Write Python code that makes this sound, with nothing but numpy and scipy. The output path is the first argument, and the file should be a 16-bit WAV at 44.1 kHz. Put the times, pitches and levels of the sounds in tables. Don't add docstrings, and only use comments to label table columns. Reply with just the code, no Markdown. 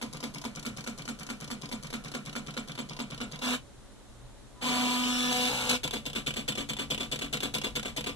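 import sys
import numpy as np
from scipy import signal
from scipy.fft import rfft, irfft, next_fast_len
from scipy.io import wavfile

SR = 44100
rng = np.random.default_rng(int(sys.argv[2]) if len(sys.argv) > 2 else 0)


def transcribe(signal):
    frames = np.atleast_2d(signal).T
    limited = np.clip(frames, -1, 1)
    pcm = np.round(limited * 32767).astype(np.int16)
    wavfile.write(sys.argv[1], SR, pcm)


N = 359415
TIME = np.arange(N) / SR
FFT_SIZE = next_fast_len(N + SR, real=True)
HZ = np.maximum(np.arange(FFT_SIZE // 2 + 1) * SR / FFT_SIZE, 1)
STEP_HZ = 247.9
CYCLE_S, RETURN_S = .2125, .093


def from_db(db):
    return 10 ** (np.asarray(db) / 20)


def unit_rms(x):
    return x / np.sqrt(np.mean(x ** 2) + 1e-20)


def at_hz(table, hz):
    table = np.array(table)
    return np.interp(np.log(hz), np.log(table[:, 0]), table[:, 1])


def drift(rate_hz):
    knots = rng.standard_normal(N // 32)
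    return np.interp(TIME * rate_hz, np.arange(len(knots)), knots)


def causal(gain):
    cepstrum = irfft(np.log(unit_rms(gain) + 1e-7), FFT_SIZE)
    cepstrum[1:FFT_SIZE // 2] *= 2
    cepstrum[FFT_SIZE // 2 + 1:] = 0
    return np.exp(rfft(cepstrum))


def through(x, response):
    return irfft(rfft(x, FFT_SIZE) * response, FFT_SIZE)[..., :N]


def partial(turns, waver):
    return np.sqrt(2) * np.sin(2 * np.pi * (turns + rng.random())) * (1 + waver * drift(28))


def diffuse(gain):
    # freq_hz, correlation
    likeness = [(40, 0.49), (130, 0), (400, 0), (1000, 0.87), (2500, 0), (15000, 0.067)]
    alike = at_hz(likeness, HZ)
    mid, side = through(rng.standard_normal((2, N)), gain * np.sqrt([1 + alike, 1 - alike]))
    return unit_rms(np.array([mid + side, mid - side]))


def background(air_db=-51, hum_trim_db=-1):
    # freq_hz, relative_db
    air_spectrum = [(12, -45), (20, 3), (43, -1.5), (84, -6), (103, -30), (121, 3), (151, -22.5), (205, -7),
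                    (450, -15), (750, -19), (1500, -24), (2400, -29), (3900, -26), (4800, -31.5),
                    (7000, -29), (9900, -32.5), (11100, -34), (15000, -68)]
    hum_lines = [(119, -63.5), (570.6, -71)]
    air = from_db(air_db) * diffuse(from_db(at_hz(air_spectrum, HZ)))
    return air + sum(from_db(db + hum_trim_db) * partial(hz * TIME, waver=0.88) for hz, db in hum_lines)


def desk_rumble(start_s=5.5, rise_s=0.034, level_db=-52.5):
    # freq_hz, relative_db
    spectrum = [(15, -20), (30, 8), (60, 7.5), (100, 5.5), (200, -52)]
    shaken = 1 - np.exp(-np.maximum(TIME - start_s, 0) / rise_s)
    return from_db(level_db) * shaken * diffuse(from_db(at_hz(spectrum, HZ)))


def room(x, desk_db=-10, desk_t60_s=0.042, desk_low_hz=700, wall_db=-14, wall_t60_s=0.16, wall_hz=8000):
    desk_noise = through(rng.standard_normal((2, N)), 1 / np.hypot(1, (desk_low_hz / HZ) ** 2))
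    scatter = unit_rms(desk_noise * from_db(-60 * TIME / desk_t60_s))
    wall_noise = diffuse(1 / np.hypot(1, HZ / wall_hz))
    tail = unit_rms(wall_noise * from_db(-60 * TIME / wall_t60_s) * (1 - np.exp(-TIME / 0.0025)))
    here, there, *walls = through(x, rfft(np.vstack([scatter, tail]), FFT_SIZE)) / np.sqrt(N)
    sway_rad = 2 * drift(3)
    shifting = here * np.cos(sway_rad) + there * np.sin(sway_rad)
    reflections = from_db(desk_db) * shifting + from_db(wall_db) * np.array(walls)
    return (x + reflections) / np.hypot(1, from_db(desk_db))


def ports(clatter, tones):
    # freq_hz, left_minus_right_db
    balance = [(150, 0), (250, -2), (340, 18.5), (480, 6), (700, 3), (1000, 2.5), (1650, -5), (2100, 4),
               (2900, -4.5), (3500, 0), (4300, -0.5), (6000, 9.5), (8000, 16), (12000, 12.5), (14000, 55)]
    # freq_hz, right_lag_rad
    lag = [(150, 0), (215, -.1), (250, -.8), (330, -.3), (600, -.3), (780, .1), (1450, .1), (1850, 2.9),
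           (2600, 3.2), (3150, 4.9), (3500, 5.9), (3900, 6.7), (4700, 9.4), (5800, 12.5), (6600, 14.5)]
    # freq_hz, diffuse_power_share
    right_scatter = [(240, 0.016), (400, 0.76), (700, 0.51), (1050, 0.16), (1350, 0.42), (1700, 0.37),
                     (2300, 0.2), (3150, 0.081), (3500, 0.044), (4300, 0.14), (5800, 0.74), (7000, 0.99)]
    ratio, share = from_db(at_hz(balance, HZ)), at_hz(right_scatter, HZ)
    right_gain = np.sqrt(2 / (1 + ratio ** 2))
    late = right_gain * np.exp(-1j * at_hz(lag, HZ))
    left = through(clatter[0] + tones, right_gain * ratio)
    direct = through(clatter[1], late * np.sqrt(1 - share)) + through(tones, late)
    scattered = through(clatter[1], 1j * late * np.sqrt(share)) * np.sqrt(2) * np.sin(2 * drift(90))
    return np.array([left, direct + scattered])


def pan(x):
    # time_s, left_minus_right_db
    path = [(0, -1), (3.5, -1.1), (5, 0), (5.8, -0.2)]
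    pan_db = np.interp(TIME, *np.transpose(path))
    return x * from_db([pan_db / 2, -pan_db / 2])


def microphone_turn(x, turn_s=2.12, span_s=0.48, treble_hz=5000, mid_hz=3500, mid_width_hz=1700):
    treble = through(x, 1 - 1 / (1 + (HZ / treble_hz) ** 8))
    mids = through(x, np.exp(-(2 * (HZ - mid_hz) / mid_width_hz) ** 2))
    turned = (1 + np.tanh((TIME - turn_s) / span_s)) / 2
    treble_db = np.interp(turned, [0, 1], [2.5, -1.2])
    mid_db = np.interp(turned, [0, 1], [-2.2, 0.8])
    return x + (from_db(treble_db) - 1) * treble + (from_db(mid_db) - 1) * mids


def resonance_db():
    # centre_hz, width_hz, lift_db
    modes = [(147.6, 20, 28.5), (222.3, 44, 15.5), (281, 15.4, 11), (429.5, 31, 5.5), (502, 53, 9.5),
             (725, 67, 6.5), (1011, 91, 8), (1177, 21, 7), (1346, 30, 6), (1436, 18, 6.5), (2300, 186, 7),
             (2630, 66, 5), (2900, 170, 4.5), (3075, 33, 6.5), (3470, 296, 8.5), (3820, 147, 7),
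             (4435, 710, 9), (5260, 143, 0), (6740, 93, 6), (7560, 930, 7.5), (8140, 630, 3),
             (10180, 170, 7.5), (11970, 1460, 9.5)]
    return sum(db / (1 + (2 * (HZ - hz) / width_hz) ** 2) for hz, width_hz, db in modes)


def chatter(per_s, spread_db, alike=0):
    sizes = from_db(spread_db * np.clip(rng.standard_normal(N), -2, 2)) * rng.choice([-1, 1], N)
    fresh = unit_rms(sizes * (rng.random(N) < per_s / SR))
    looped = unit_rms(np.resize(fresh[N // 2:N // 2 + round(CYCLE_S * SR)], N))
    return np.sqrt(1 - alike) * fresh + np.sqrt(alike) * looped


def step_gate(turns, sharpness):
    return np.exp(sharpness * np.cos(2 * np.pi * turns)) / np.sqrt(np.i0(2 * sharpness))


def bursts(contacts, rise_s=0.0011):
    power = np.zeros((3, N))
    for start_s, *levels_db, t60_s in contacts:
        span = slice(max(int(start_s * SR) + 1, 0), int(start_s * SR) + SR // 5)
        age_s = np.maximum(TIME[span] - start_s, 0)
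        shape = (1 - np.exp(-age_s / rise_s)) * from_db(-60 * age_s / t60_s)
        shape *= step_gate((age_s - rise_s) * STEP_HZ, sharpness=0.18)
        power[:, span] += np.outer(from_db(levels_db), shape) ** 2
    return np.sqrt(power)


def frame(envelopes, spectrum, low_cut_hz, alike=0, crossover_hz=1903, snap_hz=5460, snap_octaves=0.28):
    gain = from_db(at_hz(spectrum, HZ) + resonance_db())
    dull = 1 / (1 + (HZ / crossover_hz) ** 8)
    low_cut = 1 / (1 + (low_cut_hz / HZ) ** 8)
    snap_band = 1 / (1 + (np.log2(HZ / snap_hz) / snap_octaves) ** 4)
    ticks = envelopes[0] * chatter(per_s=9000, spread_db=1.5, alike=alike)
    knocks = envelopes[1] * chatter(per_s=6000, spread_db=2.5, alike=alike)
    snaps = envelopes[2] * chatter(per_s=7000, spread_db=4.5)
    return (through(ticks, causal(gain * np.sqrt(1 - dull)))
            + through(knocks, causal(gain * np.sqrt(dull * low_cut)))
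            + through(snaps, causal(np.sqrt(snap_band))))


def thread_jump(start_s=5.3283, level_db=-5.5, cut_hz=6500):
    click = from_db(level_db) * (np.arange(N) == int(start_s * SR))
    return through(click, causal(from_db(resonance_db() / 2) / np.hypot(1, (HZ / cut_hz) ** 3)))


def screw_gain(hz, lift_db=9, rest_db=-5, half_width_octaves=0.44):
    # time_s, resonance_hz
    track = [(4.66, 940), (4.84, 970), (5.158, 1180), (5.194, 1240), (5.24, 1010), (5.286, 1100),
             (5.33, 740), (5.5, 845)]
    distance = np.log2(hz / np.interp(TIME, *np.transpose(track))) / half_width_octaves
    return from_db(rest_db + lift_db / (1 + distance ** 2))


def swells(turns):
    # peak_s, half_width_s, step_multiple, level_db
    peaks = [(4.79, 0.099, 3, -42), (4.9, 0.19, 4, -39), (5.1, 0.29, 5, -42), (5.16, 0.086, 22, -43),
             (5.22, .07, 14, -35), (5.26, 0.11, 7, -45.5), (5.28, 0.16, 23, -47.5), (5.37, 0.12, 4, -46),
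             (5.39, 0.15, 2, -43.5), (5.4, .11, 12, -36.5), (5.41, 0.19, 3, -47), (5.43, .07, 14, -35),
             (5.72, 0.055, 2, -40.5)]
    return sum(from_db(db) * np.exp(-((TIME - peak_s) / width_s) ** 2) * partial(k * turns, waver=0.18)
               for peak_s, width_s, k, db in peaks)


def traverse_envelopes(stop_s=0.015):
    # start_s, end_s, rattle_db, knock_db, hum_db, whine_db, growl_db
    legs = [(3.411, 3.551, -31, -33.5, -32, -35.5, -69), (4.61, 5.307, -29.5, -33, -33, -36.5, -47.5),
            (5.304, 5.48, -28, -38.5, -36, -32, -68), (5.479, 5.708, -31, -37.5, -44.5, -39, -37),
            (5.687, 5.755, -28, -36, -31.5, -35.5, -44)]
    slopes_db_per_s = (-2, -7, 0.5, -0.5, -32)
    rises_s = (0.019, 0.012, 0.05, 0.045, 0.01)
    envelopes = np.zeros((5, N))
    for start_s, end_s, *levels_db in legs:
        age_s = np.clip(TIME - start_s, 0, end_s - start_s)
        release = np.exp(-np.clip(TIME - end_s, 0, 1) / stop_s)
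        for envelope, db, slope, rise_s in zip(envelopes, levels_db, slopes_db_per_s, rises_s):
            envelope += (1 - np.exp(-age_s / rise_s)) * from_db(db + slope * age_s) * release
    return envelopes


def stepper(rattle_trim_db=-2, knock_trim_db=-5, knock_hz=870, jitter_turns=0.0074):
    # step_multiple, relative_db
    overtones = [(2, -14.5), (3, -15), (4, -16.5), (5, -19.5), (6, -17.5), (7, -10.5), (9, -18), (11, -8),
                 (12, -17), (14, -5.5), (15, -9.5), (17, -29)]
    # freq_hz, relative_db
    growl_spectrum = [(60, -22), (125, 0.5), (185, 0), (320, -40), (435, 1.5), (560, 1), (680, -14),
                      (807, 5.5), (930, 2.5), (1120, -12), (1430, -33), (1900, 4)]
    rattle_spectrum = [(60, 7), (130, -10), (330, -7.5), (600, -6), (1100, -5.5), (1850, -4), (2800, 2),
                       (3700, -7), (4800, -8.5), (6000, -7), (7800, -13), (9500, -9.5), (11200, -26),
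                       (13000, -16), (15000, -47)]
    # start_s, tick_db, knock_db, snap_db, t60_s
    catches = [(3.419, -38, -35, -44, 0.036), (5.693, -20, -45, -53, 0.11), (5.709, -22, -43, -45, 0.032)]
    rattling, knocking, humming, whining, limping = traverse_envelopes()
    turns = STEP_HZ * TIME + jitter_turns * drift(90)
    whine = sum(from_db(db) * screw_gain(k * STEP_HZ) * partial(k * turns, waver=0.49)
                for k, db in overtones)
    growl = sum(from_db(at_hz(growl_spectrum, k * STEP_HZ)) * partial(k * turns, waver=0.34)
                for k in np.arange(2, 24) / 4 if k != 1)
    hum = partial(turns, waver=0.11)
    tones = humming * hum + whining * whine + limping * unit_rms(growl) + swells(turns)
    ticks = from_db(rattle_trim_db) * rattling
    knocks = from_db(knock_trim_db) * knocking * screw_gain(knock_hz)
    steps = np.array([ticks, knocks, np.zeros(N)]) * step_gate(turns, sharpness=0.2)
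    return tones, frame(np.hypot(steps, bursts(catches)), rattle_spectrum, low_cut_hz=223)


def hatch_cycles(start_s, count, out_db, back_db, out_db_per_s, uneven_db):
    age_s = CYCLE_S * np.arange(count)
    out_error_db, back_error_db = uneven_db * rng.standard_normal((count, 2)).T
    outward_db = out_db + out_db_per_s * age_s + out_error_db
    return np.transpose([start_s + age_s, outward_db, back_db + back_error_db])


def each_cycle(cycles, events):
    return [(start_s + offset_s, out_db if offset_s < RETURN_S else back_db, *rest)
            for start_s, out_db, back_db in cycles for offset_s, *rest in events]


def bell(start_s, length_s):
    span = slice(max(int(start_s * SR), 0), int((start_s + length_s) * SR))
    age_s = TIME[span] - start_s
    return span, age_s, np.sin(np.pi * age_s / length_s) ** 2


def squeaks(cycles, glides, uneven_db=2.2, grain_hz=2000):
    out = np.zeros(N)
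    grain = unit_rms(drift(grain_hz)) + 1j * unit_rms(drift(grain_hz))
    for start_s, stroke_db, length_s, start_hz, end_hz, level_db in each_cycle(cycles, glides):
        span, age_s, window = bell(start_s, length_s)
        turns = (start_hz + (end_hz - start_hz) * age_s / length_s / 2) * age_s
        gain = from_db(level_db + stroke_db + uneven_db * rng.standard_normal())
        out[span] += gain * window * np.real(grain[span] * np.exp(2j * np.pi * turns))
    return out


def sled_slides(far_cycles, near_cycles, far_db=2, far_db_per_s=1.5):
    # offset_s, length_s, start_hz, end_hz, level_db
    far_glides = [(.01, 0.037, 7780, 7480, -52)]
    near_glides = [(.018, 0.0227, 8050, 7650, -38.5), (.118, 0.029, 7850, 7920, -43.5)]
    far = from_db(far_db + far_db_per_s * TIME) * squeaks(far_cycles, far_glides)
    return far + squeaks(near_cycles, near_glides)


def base_plate(far_cycles, near_cycles, uneven_db=0.5):
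    # offset_s, length_s, pitch_hz, level_db
    far_swings = [(-.008, 0.089, 143.5, -51.5), (.001, 0.041, 243, -35), (0.026, 0.048, 223, -40.5),
                  (.05, 0.052, 213, -48), (.112, 0.039, 152, -43), (.11, 0.069, 213, -52.5),
                  (.135, .065, 142, -52.5)]
    near_swings = [(0, 0.032, 282.6, -39.5), (.003, 0.044, 145, -40), (.015, 0.069, 213.7, -46.5),
                   (.038, 0.049, 142, -45), (.112, 0.027, 236, -35.5), (.135, 0.075, 222, -48.5)]
    swings = each_cycle(far_cycles, far_swings) + each_cycle(near_cycles, near_swings)
    out = np.zeros(N)
    for start_s, stroke_db, length_s, pitch_hz, level_db in swings:
        span, age_s, window = bell(start_s, length_s)
        gain = from_db(level_db + stroke_db / 2 + uneven_db * rng.standard_normal())
        out[span] += gain * window * np.sin(2 * np.pi * pitch_hz * age_s)
    return np.sqrt(2) * out


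def sled_clatter(cycles, contacts, spectrum, low_cut_hz, uneven_db=0.5, jitter_s=0.00072):
    strikes = []
    for start_s, stroke_db, tick_db, knock_db, snap_db, t60_s in each_cycle(cycles, contacts):
        late_s, error_db = rng.standard_normal(2) * [jitter_s, uneven_db]
        levels_db = stroke_db + np.array([tick_db + error_db, knock_db, snap_db + error_db])
        strikes.append((start_s + late_s, *levels_db, t60_s))
    return frame(bursts(strikes), spectrum, low_cut_hz, alike=.65)


def far_hatching(cycles, gain_db=3.0):
    # offset_s, tick_db, knock_db, snap_db, t60_s
    contacts = [(-.008, -43, -30.5, -45, 0.019), (-.0035, -25, -26, -30, 0.0053),
                (.002, -35.5, -31, -42, 0.071), (0.017, -51.5, -41, -55.5, 0.24),
                (0.104, -46, -43.5, -49, 0.03), (.111, -38, -41, -40.5, 0.021),
                (0.12, -58, -42, -55.5, 0.18), (0.147, -39, -46, -44.5, 0.022),
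                (0.18, -45.5, -41.5, -47.5, 0.042)]
    # freq_hz, relative_db
    spectrum = [(60, -33), (130, -0.5), (330, -6.5), (520, -7.5), (600, -10), (850, -13), (1100, -13),
                (1380, -8.5), (1600, -13), (1850, -9.5), (2800, 1), (3700, 0.5), (4800, -2), (7800, -10),
                (9500, -2.5), (11200, -13), (13000, -16.5), (15000, -59)]
    return from_db(gain_db) * microphone_turn(sled_clatter(cycles, contacts, spectrum, low_cut_hz=266))


def near_hatching(cycles, gain_db=0.91, ping_hz=3480, ping_width_hz=120, ping_db=7):
    # offset_s, tick_db, knock_db, snap_db, t60_s
    contacts = [(-.003, -32, -36, -44, 0.086), (.0035, -23.5, -34.5, -40.5, 0.04),
                (.011, -31.5, -32.5, -59, 0.11), (0.0408, -28, -31, -59, 0.033),
                (0.073, -31.5, -32.5, -42.5, 0.043), (0.093, -34.5, -35, -76, .05),
                (.1, -29, -31, -68, 0.12), (0.123, -38, -35.5, -49.5, 0.17)]
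    # freq_hz, relative_db
    spectrum = [(60, -11), (130, 0.5), (330, -4), (600, -9), (1100, -15), (1850, -8.5), (2800, -0.5),
                (3700, -9.5), (4800, -11.5), (7800, -14.5), (9500, -13), (11200, -28), (13000, -19.5),
                (15000, -44)]
    ping = 1 + (from_db(ping_db) - 1) / (1 + 2j * (HZ - ping_hz) / ping_width_hz)
    return from_db(gain_db) * through(sled_clatter(cycles, contacts, spectrum, low_cut_hz=291), ping)


def scene():
    # late_s, out_change_db, back_change_db
    unsettled = [(-.0075, -1, 0.5), (.002, -5.5, 0.5), (-.0015, 0, 0)]
    far = hatch_cycles(.0222, count=16, out_db=-2.0, back_db=1.8, out_db_per_s=0.38, uneven_db=0.38)
    near = hatch_cycles(5.8422, count=11, out_db=0.5, back_db=-1.7, out_db_per_s=-0.6, uneven_db=1.1)
    near[:len(unsettled)] += unsettled
    hatching = far_hatching(far) + near_hatching(near) + sled_slides(far, near)
    rocking = base_plate(far, near)
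    tones, rattle = stepper()
    clatter = room(hatching + rattle + thread_jump()) + rocking
    return pan(ports(clatter, tones)) + desk_rumble() + background()


def record(dry):
    return signal.sosfilt(signal.ellip(10, .2, 90, 15200, fs=SR, output="sos"), dry)


dry = scene()
out = record(dry)
transcribe(out)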